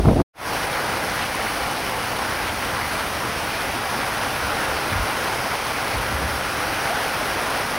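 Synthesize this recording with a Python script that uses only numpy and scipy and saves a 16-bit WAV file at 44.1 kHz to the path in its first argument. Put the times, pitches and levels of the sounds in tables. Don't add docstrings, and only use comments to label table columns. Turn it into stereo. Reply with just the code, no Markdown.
import sys
import numpy as np
from scipy import signal
from scipy.fft import rfft, irfft, next_fast_len
from scipy.io import wavfile
from scipy.ndimage import uniform_filter1d

SR = 44100
rng = np.random.default_rng(int(sys.argv[2]) if len(sys.argv) > 2 else 0)


def waveform_to_disk(signal):
    frames = np.transpose(np.atleast_2d(signal))
    scaled = np.clip(frames, -1, 1) * 32767
    samples = np.round(scaled).astype(np.int16)
    wavfile.write(sys.argv[1], SR, samples)


N = 343098
FFT_SIZE = next_fast_len(N, real=True)
TIME, HZ = np.arange(N) / SR, np.fft.rfftfreq(FFT_SIZE, 1 / SR)


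def gain_of(db):
    return 10 ** (np.asarray(db) / 20)


def evened(x):
    return x / np.sqrt(np.mean(x ** 2) + 1e-20)


def curve(table, column=1):
    columns = np.transpose(table)
    return np.interp(np.log(HZ + 1), np.log(columns[0] + 1), columns[column])


def filtered(x, gain):
    return irfft(rfft(x, FFT_SIZE) * gain, FFT_SIZE)[..., :N]


def noise(tone):
    return evened(filtered(rng.standard_normal(N), gain_of(curve(tone))))


def swell(s, half_s):
    return np.exp(-((TIME - s) / half_s) ** 2)


def add(mix, s, sound):
    part = mix[max(round(s * SR), 0):][:len(sound)]
    part += sound[:len(part)]


def eddies(tone, smooth_s):
    swirl = noise(tone)
    power = filtered(swirl ** 2, np.exp(-(np.pi * HZ * smooth_s) ** 2))
    return evened(swirl / np.sqrt(abs(power) + 0.15))


# (time [s], rumble level [dB], rasp level [dB], half length [s])
PUSHES = [(0.0, -21, -26, 0.0093), (0.048, -31, -27, 0.0089), (0.07, -15, -23, 0.019),
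          (0.091, -26, -17, 0.011), (0.119, -19, -26.5, 0.02), (0.169, -36, -20.5, 0.01),
          (0.202, -23, -19.5, 0.019)]
def wind_strength(steady_db, column):
    return gain_of(steady_db) + sum(gain_of(push[column]) * swell(push[0], push[-1]) for push in PUSHES)


# (frequency [Hz], likeness [0-1], head start of the left [radians])
LIKENESS = [(50, 0.85, 0), (160, 0.76, 0), (300, 0.92, 0), (700, 0.78, -0.1), (1300, 0.87, 0),
            (2000, 0.85, 0.1), (2700, 0.55, 0.9), (4200, 0.52, 0.95), (5000, 0.6, 0.25), (5600, 0.68, 0.65),
            (6400, 0.68, 2.1), (7400, 0.88, 3.14), (10300, 0.78, 6.28), (13500, 0.85, 9.42),
            (15700, 0.55, 12.1)]
# (frequency [Hz], left minus right [dB])
BALANCE = [(60, 2.5), (150, -0.5), (380, -1.0), (950, -1.5), (2380, -0.5), (5980, 0), (15000, 0.5)]
def two_channels(direct, left, right):
    likeness, head_start = curve(LIKENESS), curve(LIKENESS, column=2)
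    side = np.array([[0.5], [-0.5]])
    shared = np.sqrt(likeness) * rfft(direct, FFT_SIZE) * np.exp(1j * side * head_start)
    scattered = np.sqrt(1 - likeness) * rfft([left, right], FFT_SIZE)
    return irfft((shared + scattered) * gain_of(side * curve(BALANCE)), FFT_SIZE)[:, :N]


# (frequency [Hz], relative level [dB])
RUMBLE_TONE = [(15, -11.5), (50, 3), (100, -1.5), (170, -5), (300, -14), (1000, -68)]
# (frequency [Hz], relative level [dB])
RASP_TONE = [(60, -27), (150, -9), (230, -0.5), (380, 0.5), (520, -4), (750, -7), (1300, -23.5),
             (2500, -36), (8000, -63)]
# (frequency [Hz], relative level [dB])
AIR_TONE = [(100, -16), (1000, 2), (2500, -0.5), (5000, -6), (10000, -10), (15500, -16)]
def first_gust(air_db=-35, apart_hz=1000):
    difference = filtered(noise(RASP_TONE), HZ ** 2 / (HZ ** 2 + apart_hz ** 2))
    rumble = eddies(RUMBLE_TONE, smooth_s=0.0077) * wind_strength(steady_db=-22.5, column=1)
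    rasp = eddies(RASP_TONE, smooth_s=0.008) + np.array([difference, -difference])
    rasp *= wind_strength(steady_db=-31, column=2)
    hiss = two_channels(noise(AIR_TONE), noise(AIR_TONE), noise(AIR_TONE))
    return rumble + rasp + gain_of(air_db) * hiss


def puff(hz, octaves, decay_s):
    t = np.arange(4096) / SR
    octaves_away = np.log2((np.fft.rfftfreq(len(t), 1 / SR) + 1) / hz)
    band = np.exp(-(octaves_away / octaves) ** 2)
    burst = irfft(rfft(rng.standard_normal(len(t))) * band) * np.sqrt(t) * np.exp(-t / decay_s)
    return burst / abs(burst).max()


# (time [s], peak level [dB], pitch [Hz])
AIR_SLAPS = [(0.0563, -12.5, 750), (0.066, -11, 75), (0.0857, -20, 1190), (0.111, -13.5, 650),
             (0.13, -17, 600), (0.1585, -18, 545), (0.201, -14.5, 900)]
def slaps(swings=1.7):
    out = np.zeros(N)
    for s, db, hz in AIR_SLAPS:
        add(out, s, gain_of(db) * puff(hz, octaves=0.73, decay_s=swings / hz))
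    return out


def impacts(per_s, spread_db):
    when, chance, sign = rng.random((int(per_s * N / SR), 3)).T
    size = gain_of(spread_db * np.minimum(-np.log(1 - chance), 5))
    return evened(np.bincount((when * N).astype(int), size * np.sign(sign - 0.5), N))


def splashes(spots=10, burst_s=0.0015):
    t, out = np.arange(SR // 100) / SR, np.zeros(N)
    for _ in range(spots):
        spray = evened(rng.standard_normal(len(t)) * np.exp(-t / burst_s))
        out += signal.oaconvolve(impacts(per_s=150, spread_db=2.0), spray)[:N]
    return evened(out)


def patchy(x, depth_db=1.05):
    spectra = signal.stft(x, nperseg=512)[2]
    patches = uniform_filter1d(rng.standard_normal(spectra.shape), size=8, axis=0)
    patches = evened(uniform_filter1d(patches, size=14, axis=1))
    return signal.istft(spectra * gain_of(depth_db * patches), nperseg=512)[1][:N]


# (pitch [Hz], relative energy [dB], time to fade by 60 dB [s])
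ROOF_NOTES = [(126, -7.5, 0.037), (230.4, -14, 0.51), (286.4, -9.5, 0.064), (331, -7.5, 0.055),
              (544, -5, 0.039), (700, -12.5, 0.063), (799, 2, 0.028), (1420, -1, 0.035), (1586, -3, 0.035),
              (1944, -6, 0.042), (2360, -7.5, 0.026), (2980, -13, 0.039)]
def roof_ring(sheets=3, detune=0.023):
    t, out = np.arange(SR // 6) / SR, np.zeros(N)
    for _ in range(sheets):
        tunings = 1 + detune * rng.uniform(-1.3, 1, len(ROOF_NOTES))
        ring = sum(gain_of(db - 60 * t / fade_s) / np.sqrt(fade_s) * np.sin(2 * np.pi * hz * tuning * t)
                   for (hz, db, fade_s), tuning in zip(ROOF_NOTES, tunings))
        out += signal.oaconvolve(impacts(per_s=1000, spread_db=1.7), ring)[:N]
    return evened(out)


# (frequency [Hz], relative level [dB])
PATTER_TONE = [(22, -50), (45, -26), (70, -5.5), (115, -2), (190, -5.5), (380, -4), (520, -0.5),
               (1000, 0.5), (1550, -2), (1820, -4), (2550, -6), (3700, -11)]
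# (frequency [Hz], relative level [dB])
SPRAY_TONE = [(5200, -12.2), (7000, -15.4), (9000, -16.8), (12300, -18), (15500, -20)]
def downpour(splash_db, ring_db):
    far = impacts(per_s=14000, spread_db=1.8)
    drops = patchy(far + gain_of(splash_db) * splashes())
    patter = evened(filtered(drops, gain_of(curve(PATTER_TONE + SPRAY_TONE))))
    return evened(patter + gain_of(ring_db) * roof_ring())


def drift(rate_hz):
    return evened(filtered(rng.standard_normal(N), (HZ > 1) / (1 + (HZ / rate_hz) ** 2)))


# (time [s], change in roar [dB], change in hiss [dB])
RAIN_STRENGTH = [(0.65, 0, 0.1), (1.35, -1, 0.2), (1.95, -0.7, -0.4), (3.3, -1.5, -0.1), (3.8, -1.6, -0.3),
                 (4.62, 0.5, 0.6), (4.97, -0.3, 0.3), (5.33, 0, 0.5), (5.7, -0.5, 0), (6.45, -0.5, 0),
                 (7.05, -0.1, 0.9), (7.75, -0.2, 0.2)]
def rain(roar_db=-23, hiss_db=-23.5, surge_db=0.27, flutter_db=0.5, roar_hz=1900, spray_hz=4000):
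    direct = downpour(splash_db=-9, ring_db=-9)
    left, right = (downpour(splash_db=-7, ring_db=-5.5) for _ in range(2))
    stereo = two_channels(direct, left, right)
    roar = filtered(stereo, 1 / (1 + (HZ / roar_hz) ** 4))
    spray = filtered(stereo, 1 - 1 / (1 + (HZ / spray_hz) ** 4))
    sizzle = stereo - roar - spray
    hiss = sizzle + spray * gain_of(flutter_db * drift(rate_hz=22))
    times, roar_change, hiss_change = np.transpose(RAIN_STRENGTH)
    roar *= gain_of(roar_db + np.interp(TIME, times, roar_change))
    hiss *= gain_of(hiss_db + np.interp(TIME, times, hiss_change))
    return (roar + hiss) * gain_of(surge_db * drift(rate_hz=11))


# (time [s], level [dB], half length [s], pitch [Hz], pitch spread [Hz])
RAIN_WAVES = [(0.95, -37, 0.55, 1570, 170), (1.23, -32, 0.05, 2490, 900), (1.65, -43, 0.5, 2950, 90),
              (2.486, -33, 0.035, 2500, 820), (3.732, -35, 0.05, 2400, 900), (4.65, -35.5, 0.8, 1410, 150),
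              (6.75, -35.5, 1.25, 1460, 210), (6.737, -37, 0.03, 2500, 800), (7.0, -35.5, 0.29, 660, 150)]
def sweeps():
    out = np.zeros(N)
    for s, db, half_s, hz, width_hz in RAIN_WAVES:
        ring = 1 / (1 + 1j * (HZ - hz) / width_hz) ** 2
        drumming = evened(filtered(impacts(per_s=1000, spread_db=0.5), ring))
        out += gain_of(db) * swell(s, half_s) * drumming
    return out


# (time [s], peak of the snap [dB], peak of the spray [dB])
NEAR_DROPS = [(0.7285, -24, -35), (0.9735, -28, -38), (1.2235, -22, -30), (1.3505, -36, -26),
              (1.4215, -34, -30), (2.1645, -34, -29), (2.6455, -27, -31), (2.877, -36, -30),
              (3.6055, -27, -27), (3.747, -26, -43), (5.981, -23, -29)]
def ticks(snap_hz=3200, spray_hz=10000, octaves=0.42, decay_s=0.0033):
    out = np.zeros(N)
    for s, snap_db, spray_db in NEAR_DROPS:
        add(out, s, gain_of(snap_db) * puff(snap_hz, octaves, decay_s))
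        add(out, s, gain_of(spray_db) * puff(spray_hz, octaves, decay_s))
    return out


# (frequency [times the gust's pitch], relative level [dB])
GUST_TONE = [(0.25, -30), (0.55, -17), (0.9, 5.5), (1.4, -6), (2.3, -12), (3.6, -25), (8, -46), (30, -80)]
# (time [s], level [dB], half length [s], pitch [Hz])
LIGHT_GUSTS = [(1.624, -37, 0.035, 57.7), (2.743, -36, 0.053, 70), (3.0, -39.5, 0.66, 85),
               (4.45, -35, 0.039, 75), (4.71, -37, 0.08, 75), (4.932, -24, 0.013, 100),
               (4.966, -23, 0.015, 75), (5.008, -23.5, 0.037, 60), (5.95, -28.5, 0.014, 110),
               (5.984, -27, 0.029, 64), (6.128, -30, 0.032, 135), (6.148, -22.5, 0.017, 80),
               (6.2, -36, 0.1, 75), (6.244, -27, 0.028, 74), (6.353, -31, 0.022, 70)]
def light_gusts(breeze_db=-46, breeze_hz=60):
    out = gain_of(breeze_db) * noise(np.multiply(GUST_TONE, [breeze_hz, 1]))
    for s, db, half_s, hz in LIGHT_GUSTS:
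        rumble = eddies(np.multiply(GUST_TONE, [hz, 1]), smooth_s=0.0098)
        out += gain_of(db) * swell(s, half_s) * rumble
    return out


# (time [s], level [dB], first pitch [Hz], last pitch [Hz])
EAVE_DRIPS = [(6.868, -23, 772, 788), (6.903, -18, 632, 810), (6.931, -22, 815, 860)]
def plops(rise_s=0.021, attack_s=0.0018, fade_s=0.21):
    t, out = np.arange(SR // 4) / SR, np.zeros(N)
    for s, db, start_hz, end_hz in EAVE_DRIPS:
        hz = end_hz + (start_hz - end_hz) * np.exp(-t / rise_s)
        loudness = gain_of(db - 60 * t / fade_s) * (1 - np.exp(-t / attack_s))
        add(out, s, loudness * np.sin(2 * np.pi * np.cumsum(hz) / SR))
    return out


def microphone(x, low_hz=30):
    return signal.sosfilt(signal.butter(2, low_hz, "high", fs=SR, output="sos"), x)


def scene(wind_stop_s=0.2182, fade_out_s=0.015, rain_start_s=0.33, fade_in_s=0.205):
    fade_out = gain_of(-60 * np.maximum(TIME - wind_stop_s, 0) / fade_out_s)
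    fade_in = np.sin(np.pi / 2 * np.clip((TIME - rain_start_s) / fade_in_s, 0, 1)) ** 2
    wind = microphone(first_gust() + slaps())
    storm = microphone(rain() + sweeps() + ticks() + light_gusts() + plops())
    return fade_out * wind + fade_in * storm


def record(dry):
    treble_cut = signal.firwin(511, 15800, window=("kaiser", 9), fs=SR)
    return signal.oaconvolve(dry, treble_cut[None], "same")


dry = scene()
out = record(dry)
waveform_to_disk(out)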